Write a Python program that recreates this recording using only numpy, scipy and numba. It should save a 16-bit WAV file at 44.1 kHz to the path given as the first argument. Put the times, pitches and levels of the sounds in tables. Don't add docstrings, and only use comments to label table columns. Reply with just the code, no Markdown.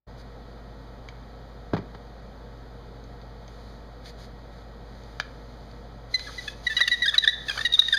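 import sys
import numpy as np
from scipy import signal
from scipy.fft import rfft, irfft, next_fast_len
from scipy.io import wavfile
from scipy.ndimage import map_coordinates
from numba import njit

SR = 44100
rng = np.random.default_rng(int(sys.argv[2]) if len(sys.argv) > 2 else 0)


def master_out(mix):
    frames = np.transpose(np.atleast_2d(mix))
    ceiling = np.clip(frames, -1, 1)
    pcm = np.round(ceiling * 32767).astype(np.int16)
    wavfile.write(sys.argv[1], SR, pcm)


N = 351918
TIME = np.arange(N) / SR
BAND_LIMIT_HZ = 15400


def amp(db):
    return 10 ** (np.asarray(db) / 20)


def unit(x):
    return x / np.sqrt(np.mean(x ** 2) + 1e-20)


def along(points, hz):
    f, values = np.transpose(points)
    return np.interp(np.log(hz + 1), np.log(f + 1), values)


def wobble(rate):
    return map_coordinates(rng.standard_normal(int(N * rate / SR) + 4), [TIME * rate / SR])


def filtered(x, response):
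    size = next_fast_len(N + SR // 2)
    return irfft(rfft(x, size) * response(np.fft.rfftfreq(size, 1 / SR)), size)[:N]


def noise(spectrum, grain_db=0):
    white = rng.standard_normal(N)
    grains = amp(grain_db * wobble(700)) if grain_db else 1
    return unit(filtered(white * grains, lambda hz: amp(along(spectrum, hz))))


def ring(modes, t, scale=1):
    y = np.zeros(len(t))
    for k, (hz, db, t60) in enumerate(modes):
        hz = scale * hz
        if hz < BAND_LIMIT_HZ:
            decay = amp(db + 1.5 * rng.normal() - 60 * t / t60)
            y += (-1) ** k * decay * np.sin(2 * np.pi * hz * t) / (1 + (hz / 6500) ** 6)
    return y / np.abs(y).max()


def add(track, start, sound):
    track[round(start * SR):][:len(sound)] += sound


def swells(rows):
    power = np.zeros(N)
    for centre, length, db in rows:
        near = slice(int((centre - 2 * length) * SR), int((centre + 2 * length) * SR))
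        power[near] += 1.2 * amp(db) ** 2 / (1 + np.abs(2.1 * (TIME[near] - centre) / length) ** 7)
    return np.sqrt(power)


# f/Hz, rms level/dB
HUM_PARTIALS = [(53.7, -46.5), (119.6, -53.5), (476, -59.5), (711, -63), (888, -67.5), (1123, -72.5),
                (1299.6, -66), (1893, -68.5)]
# f/Hz, relative density/dB
AIR_SPECTRUM = [(28, -2.5), (90, 1.5), (250, 1.5), (340, -6.5), (480, -0.5), (750, -5), (1050, -10.5),
                (1500, -12.5), (2300, -20), (4600, -18.5), (6500, -29), (8500, -36.5), (15000, -43.5)]
def background():
    hum = np.zeros(N)
    for hz, db in HUM_PARTIALS:
        peak = np.sqrt(2) * amp(db + 0.53 * wobble(4))
        drift = hz / 600 * wobble(4)
        hum += peak * np.sin(2 * np.pi * hz * TIME + drift + rng.uniform(0, 2 * np.pi))
    return hum + amp(-46.5 + 0.955 * wobble(5)) * noise(AIR_SPECTRUM)


# f/Hz, T60/s
REVERB_TIMES = [(150, 0.45), (2000, 0.44), (4000, 0.37), (12000, 0.15)]
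def room(x):
    hz, t, spectra = signal.stft(rng.standard_normal(SR // 2), SR, nperseg=256)
    decay = amp(-60 * t / along(REVERB_TIMES, hz)[:, None])
    tail = signal.istft(spectra * decay, SR, nperseg=256)[1]
    return signal.fftconvolve(x, np.pad(tail / np.linalg.norm(tail), (SR // 200, 0)))[:N]


# centre t/s, duration/s, level/dB
CORD_SLIDES = [(.2, .04, -55.5), (3.63, 0.27, -60), (4.078, 0.052, -47), (4.225, 0.074, -51.5),
               (4.58, 0.11, -61), (5.06, 0.31, -60.5), (5.5, 0.61, -62.5)]
# f/Hz, relative density/dB
CORD_SPECTRUM = [(700, -29.5), (1700, 2), (3000, -3.5), (4500, 5.5), (6500, -4), (8000, -13), (12200, -16),
                 (13500, -31)]
def rustle():
    return swells(CORD_SLIDES) * noise(CORD_SPECTRUM, grain_db=3)


# t/s, crack level/dB, relative thud level/dB
BOARD_IMPACTS = [(1.7335, -17.5, -11.5), (1.7451, -21.5, -17), (1.765, -21, -24.5), (1.776, -27.5, -27.5),
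                 (1.786, -39, -28), (1.946, -31.5, -40)]
# f/Hz, relative level/dB, T60/s
BOARD_MODES = [(112, -4.5, 0.12), (164.8, -3.5, 0.073), (206, -3.5, 0.092), (302, 0.5, 0.024),
               (410, -0.5, 0.037), (605, -0.5, 0.0152), (1330, -2, 0.014), (1600, -8, 0.021)]
def knocks():
    thuds, cracks, t = np.zeros(N), np.zeros(N), np.arange(SR // 3) / SR
    cushion = 1 - np.exp(-t / .003)
    for start, crack_db, thud_db in BOARD_IMPACTS:
        add(thuds, start, amp(thud_db + 3.5) * ring(BOARD_MODES, t) * cushion)
        add(cracks, start, amp(crack_db - 60 * t / 0.036) * cushion)
    grit = noise([(400, -1), (700, 9), (1600, -0.5), (2400, -4), (5000, -9), (8000, -31), (14000, -40)])
    return thuds + cracks * grit


# t/s, level/dB, main mode f/Hz
WOOD_CONTACTS = [(1.087, -29.5, 2234), (3.04, -41.5, 6270), (3.215, -40, 4484), (3.479, -35, 6300),
                 (4.058, -37, 3480), (5.036, -41, 6400), (5.1996, -12, 1665), (5.713, -40, 4500),
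                 (6.194, -20.5, 4800)]
# f/Hz, relative level/dB, T60/s
SPINDLE_MODES = [(1693, -3, 0.015), (597, -17.5, 0.0206), (877, -12, 0.013), (1309, -4, 0.0071),
                 (1730, -13, 0.05), (2402, -11, 0.017), (3145, -2.5, 0.0045), (3700, -14, 0.043),
                 (4900, -8.5, 0.02), (6125, -6, 0.0075)]
def ticks():
    track, t = np.zeros(N), np.arange(SR // 5) / SR
    for start, db, hz in WOOD_CONTACTS:
        hiss = noise([(500, 3.5), (4500, 15), (7000, -3), (14000, -45)])[:len(t)]
        crack = 0.23 * amp(-60 * t / 0.051) * hiss
        wood = ring(SPINDLE_MODES, t, scale=hz / SPINDLE_MODES[0][0])
        add(track, start, amp(db) * (wood + crack))
    return track


# centre t/s, duration/s, level/dB
RIM_JUDDERS = [(6.293, 0.02, -41), (6.783, 0.017, -37), (6.809, 0.01, -27), (7.16, .065, -42),
               (7.25, .013, -42), (7.507, 0.019, -39.5), (7.59, 0.051, -37.5), (7.785, 0.015, -37),
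               (7.822, 0.0084, -32)]
# f/Hz, relative level/dB, T60/s
SOCKET_MODES = [(515, -2.5, 0.01654), (803, -1.5, 0.007), (1200, 7, 0.015), (1498, 11, 0.0035)]
def judder():
    impulses = (rng.random(N) < 900 / SR) * rng.standard_normal(N)
    wood = signal.fftconvolve(impulses, ring(SOCKET_MODES, np.arange(SR // 20) / SR))[:N]
    return swells(RIM_JUDDERS) * unit(wood)


# onset t/s, duration/s, rubbing level/dB
BOW_STROKES = [(6.125, .40, -45.5), (6.645, 0.35, -41.5), (7.02, 0.32, -42), (7.47, 0.19, -38),
               (7.73, 0.29, -39.5)]
# f/Hz, relative density/dB
GRIT_SPECTRUM = [(300, -16), (900, -10.5), (1700, 0.5), (2400, -0.5), (3800, 6), (4800, 6), (6200, 3.5),
                 (7500, -10.5), (10000, -9.5), (12300, -15.5), (13000, -28), (15000, -24)]
def scrape(turn_s=0.03, creep_speed=0.23, flutter_db=3):
    def run(start, end):
        return (1 + np.tanh((TIME - start) / turn_s)) * (1 + np.tanh((end - TIME) / turn_s)) / 4

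    starts, lengths, levels_db = np.transpose(BOW_STROKES)
    pulls = sum(run(start, end) for start, end in zip(starts, starts + lengths))
    speed = np.maximum(pulls, creep_speed * run(starts[0], TIME[-1]))
    rubbing_db = np.interp(TIME, starts + lengths / 2, levels_db)
    grit = noise(GRIT_SPECTRUM, grain_db=4.5)
    return speed * amp(rubbing_db + flutter_db * wobble(62.7)) * grit


# onset t/s, duration/s, starting f/Hz, fall in f/Hz, level/dB,
# octave re fundamental/dB, relative rasp level/dB
SPINDLE_CATCHES = [(6.143, 0.02, 2094, 56, -12, 7.5, -39), (6.272, 0.00705, 1747, 59.5, -31, -10, -20.5),
                   (6.383, .016, 2044, 51, -27.5, -4, -24.5), (6.48, 0.0072, 1840, 30.5, -21.5, 1.5, -3.5),
                   (6.669, 0.0121, 2019, 62, -12.5, -4.5, -20.5), (6.7, .036, 1862, 30, -24, -7, -9),
                   (6.768, 0.019, 2070, 60.5, -12, 6, -7.5), (6.791, .009, 1720, 38, -20.5, 1, -11),
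                   (6.807, 0.0046, 1961, 37, -10.5, -11, -0.5),
                   (6.812, 0.0135, 2016, 49, -3.5, -0.5, -35.5), (6.829, 0.014, 1915, 121, -13, 10, -27),
                   (6.878, 0.008, 2052, 139, -9, 0.5, 2), (6.916, 0.033, 2021, 110.5, -10, -0.5, -24.5),
                   (7.022, .033, 2016, 160, -13.5, -1, -28), (7.058, 0.017, 1642, -94, -14.5, -3.5, -38),
                   (7.08, .02, 1920, 229.5, -8, 9.5, -36), (7.142, .009, 1870, 61.5, -13, 1.5, -9.5),
                   (7.151, 0.0113, 1614, 30, -26, -2, -1), (7.182, 0.0082, 2030, 100.5, 3, 20, -23),
                   (7.227, 0.00584, 1853, 30, -18.5, -2, -26), (7.239, 0.01254, 1887, 258, -11, 2, -16.5),
                   (7.277, .005, 1848, 65.5, 3.5, 3.5, -30.5), (7.284, 0.016, 1969, -20, -7, 8, -34.5),
                   (7.486, 0.0068, 1906, 42, -20, -1.5, -1), (7.497, 0.0056, 1697, 56, -13, 6, -25),
                   (7.511, 0.00653, 1775, 31, -22, -10, 0), (7.577, .006, 1614, 30, -20.5, 0, -9.5),
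                   (7.592, .004, 1827, 29.5, -16, -7, -17), (7.611, 0.01, 1932, 27, -19.5, 2.5, -3.5),
                   (7.652, 0.023, 2020, 90.5, -11.5, 2, -9.5), (7.725, 0.0058, 1951, 29, -13, 22, -14),
                   (7.738, 0.019, 1946, 129.5, -5, 36, -23), (7.793, 0.01, 1971, 129, 6.5, 37, -24.5),
                   (7.82, 0.0087, 1928, 31.5, -9, 9.5, -13.5), (7.885, 0.0057, 1966, 52.5, -11, 5.5, -10),
                   (7.927, 0.013, 1886, 73, -6, 8, -21.5), (7.94, .015, 1660, 19, -9.5, -12, -40),
                   (7.97, 0.0089, 1810, -58.5, -12.5, 1, -17)]
def slips(attack_s=0.00077, release_s=.001, fade_db=5, grip_db=0.2):
    power, weighted_pitch = np.zeros((3, N)), np.zeros(N)
    margin = SR // 40
    for start, length, hz, sag_hz, db, octave_db, rasp_db in SPINDLE_CATCHES:
        near = slice(int(start * SR) - margin, int((start + length) * SR) + margin)
        t = TIME[near] - start
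        progress = np.clip(t / length, 0, 1)
        slowness = 2 ** (-db / 22)
        rise = (1 + np.tanh(t / (2 * slowness * attack_s))) / 2
        fall = (1 + np.tanh((length - t) / (2 * slowness * release_s))) / 2
        envelope = rise * fall * amp(db - fade_db * progress)
        octave_share = 1 / (1 + amp(-octave_db) ** 2)
        flare = np.outer([1 - octave_share, octave_share, amp(rasp_db) ** 2], envelope ** 2)
        power[:, near] += flare
        weighted_pitch[near] += flare.sum(0) * (hz - sag_hz * progress ** 1.5)
    total = power.sum(0)
    live = total > 0
    pitch = np.interp(TIME, TIME[live], weighted_pitch[live] / total[live])
    uneven_grip = amp(grip_db * wobble(150))
    return pitch, power * uneven_grip ** 2


def squeaks(pitch, power, mode_hz=4920, half_width_hz=320):
    amplitude = np.sqrt(power.sum(0))
    first, second, rasp = np.sqrt(power)
    lift_db = 17.5 / (1 + ((3 * pitch - mode_hz) / half_width_hz) ** 2)
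    third = amplitude * amp(-19.5 + lift_db)
    raspiness = rasp / (amplitude + 1e-10)
    jitter = .014 * wobble(260) + (.022 + .06 * raspiness) * wobble(1500)
    phase = 2 * np.pi * np.cumsum(pitch * (1 + jitter)) / SR
    partials = [(1, first), (2, second), (3, third), (3 / 2, rasp), (5 / 2, amp(-10.5) * rasp)]
    partials += [(k, amp(db) * third) for k, db in [(4, -16), (5, -18), (6, -27), (7, -32)]]
    tone = np.zeros(N)
    for k, gain in partials:
        flutter = amp((1.2 + .7 * k) * wobble(480))
        smear = (.08 + .045 * k * k) * wobble(1800)
        tone += gain * flutter * np.sin(k * phase + smear)
    tearing = amp(-24.5) * amplitude + amp(-11) * rasp + amp(-14.5) * third
    return np.sqrt(2) * tone + tearing * noise(GRIT_SPECTRUM, grain_db=6)


def scene():
    pitch, power = slips()
    drill = squeaks(pitch, power) + scrape() + judder()
    handling = knocks() + ticks() + rustle()
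    reverberation = room(amp(-16.5) * drill + amp(-17) * handling)
    return (drill + handling + reverberation + background())[None]


@njit
def gain_control(x, knee, attack_s, release_s):
    y, envelope = np.empty_like(x), 0.0
    for i in range(len(x)):
        y[i] = x[i] / np.sqrt(1 + (envelope / knee) ** 2)
        size = abs(y[i])
        envelope += (size - envelope) / (SR * (attack_s if size > envelope else release_s))
    return y


# centre f/Hz, width/Hz
MIC_NOTCHES = [(2730, 660), (5500, 1090), (7850, 1920), (10950, 1350)]
def microphone(f):
    notches = [(hz ** 2 - f ** 2) / (hz ** 2 - f ** 2 + 1j * f * width) for hz, width in MIC_NOTCHES]
    return np.prod(notches, axis=0)


def record(dry):
    fade_in = np.interp(TIME, [.066, .082], [.003, 1])
    heard = filtered(dry[0] * fade_in, microphone)
    ducked = gain_control(heard, knee=.055, attack_s=.007, release_s=.04)
    return filtered(ducked, lambda f: f < BAND_LIMIT_HZ)[None]


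dry = scene()
out = record(dry)
master_out(out)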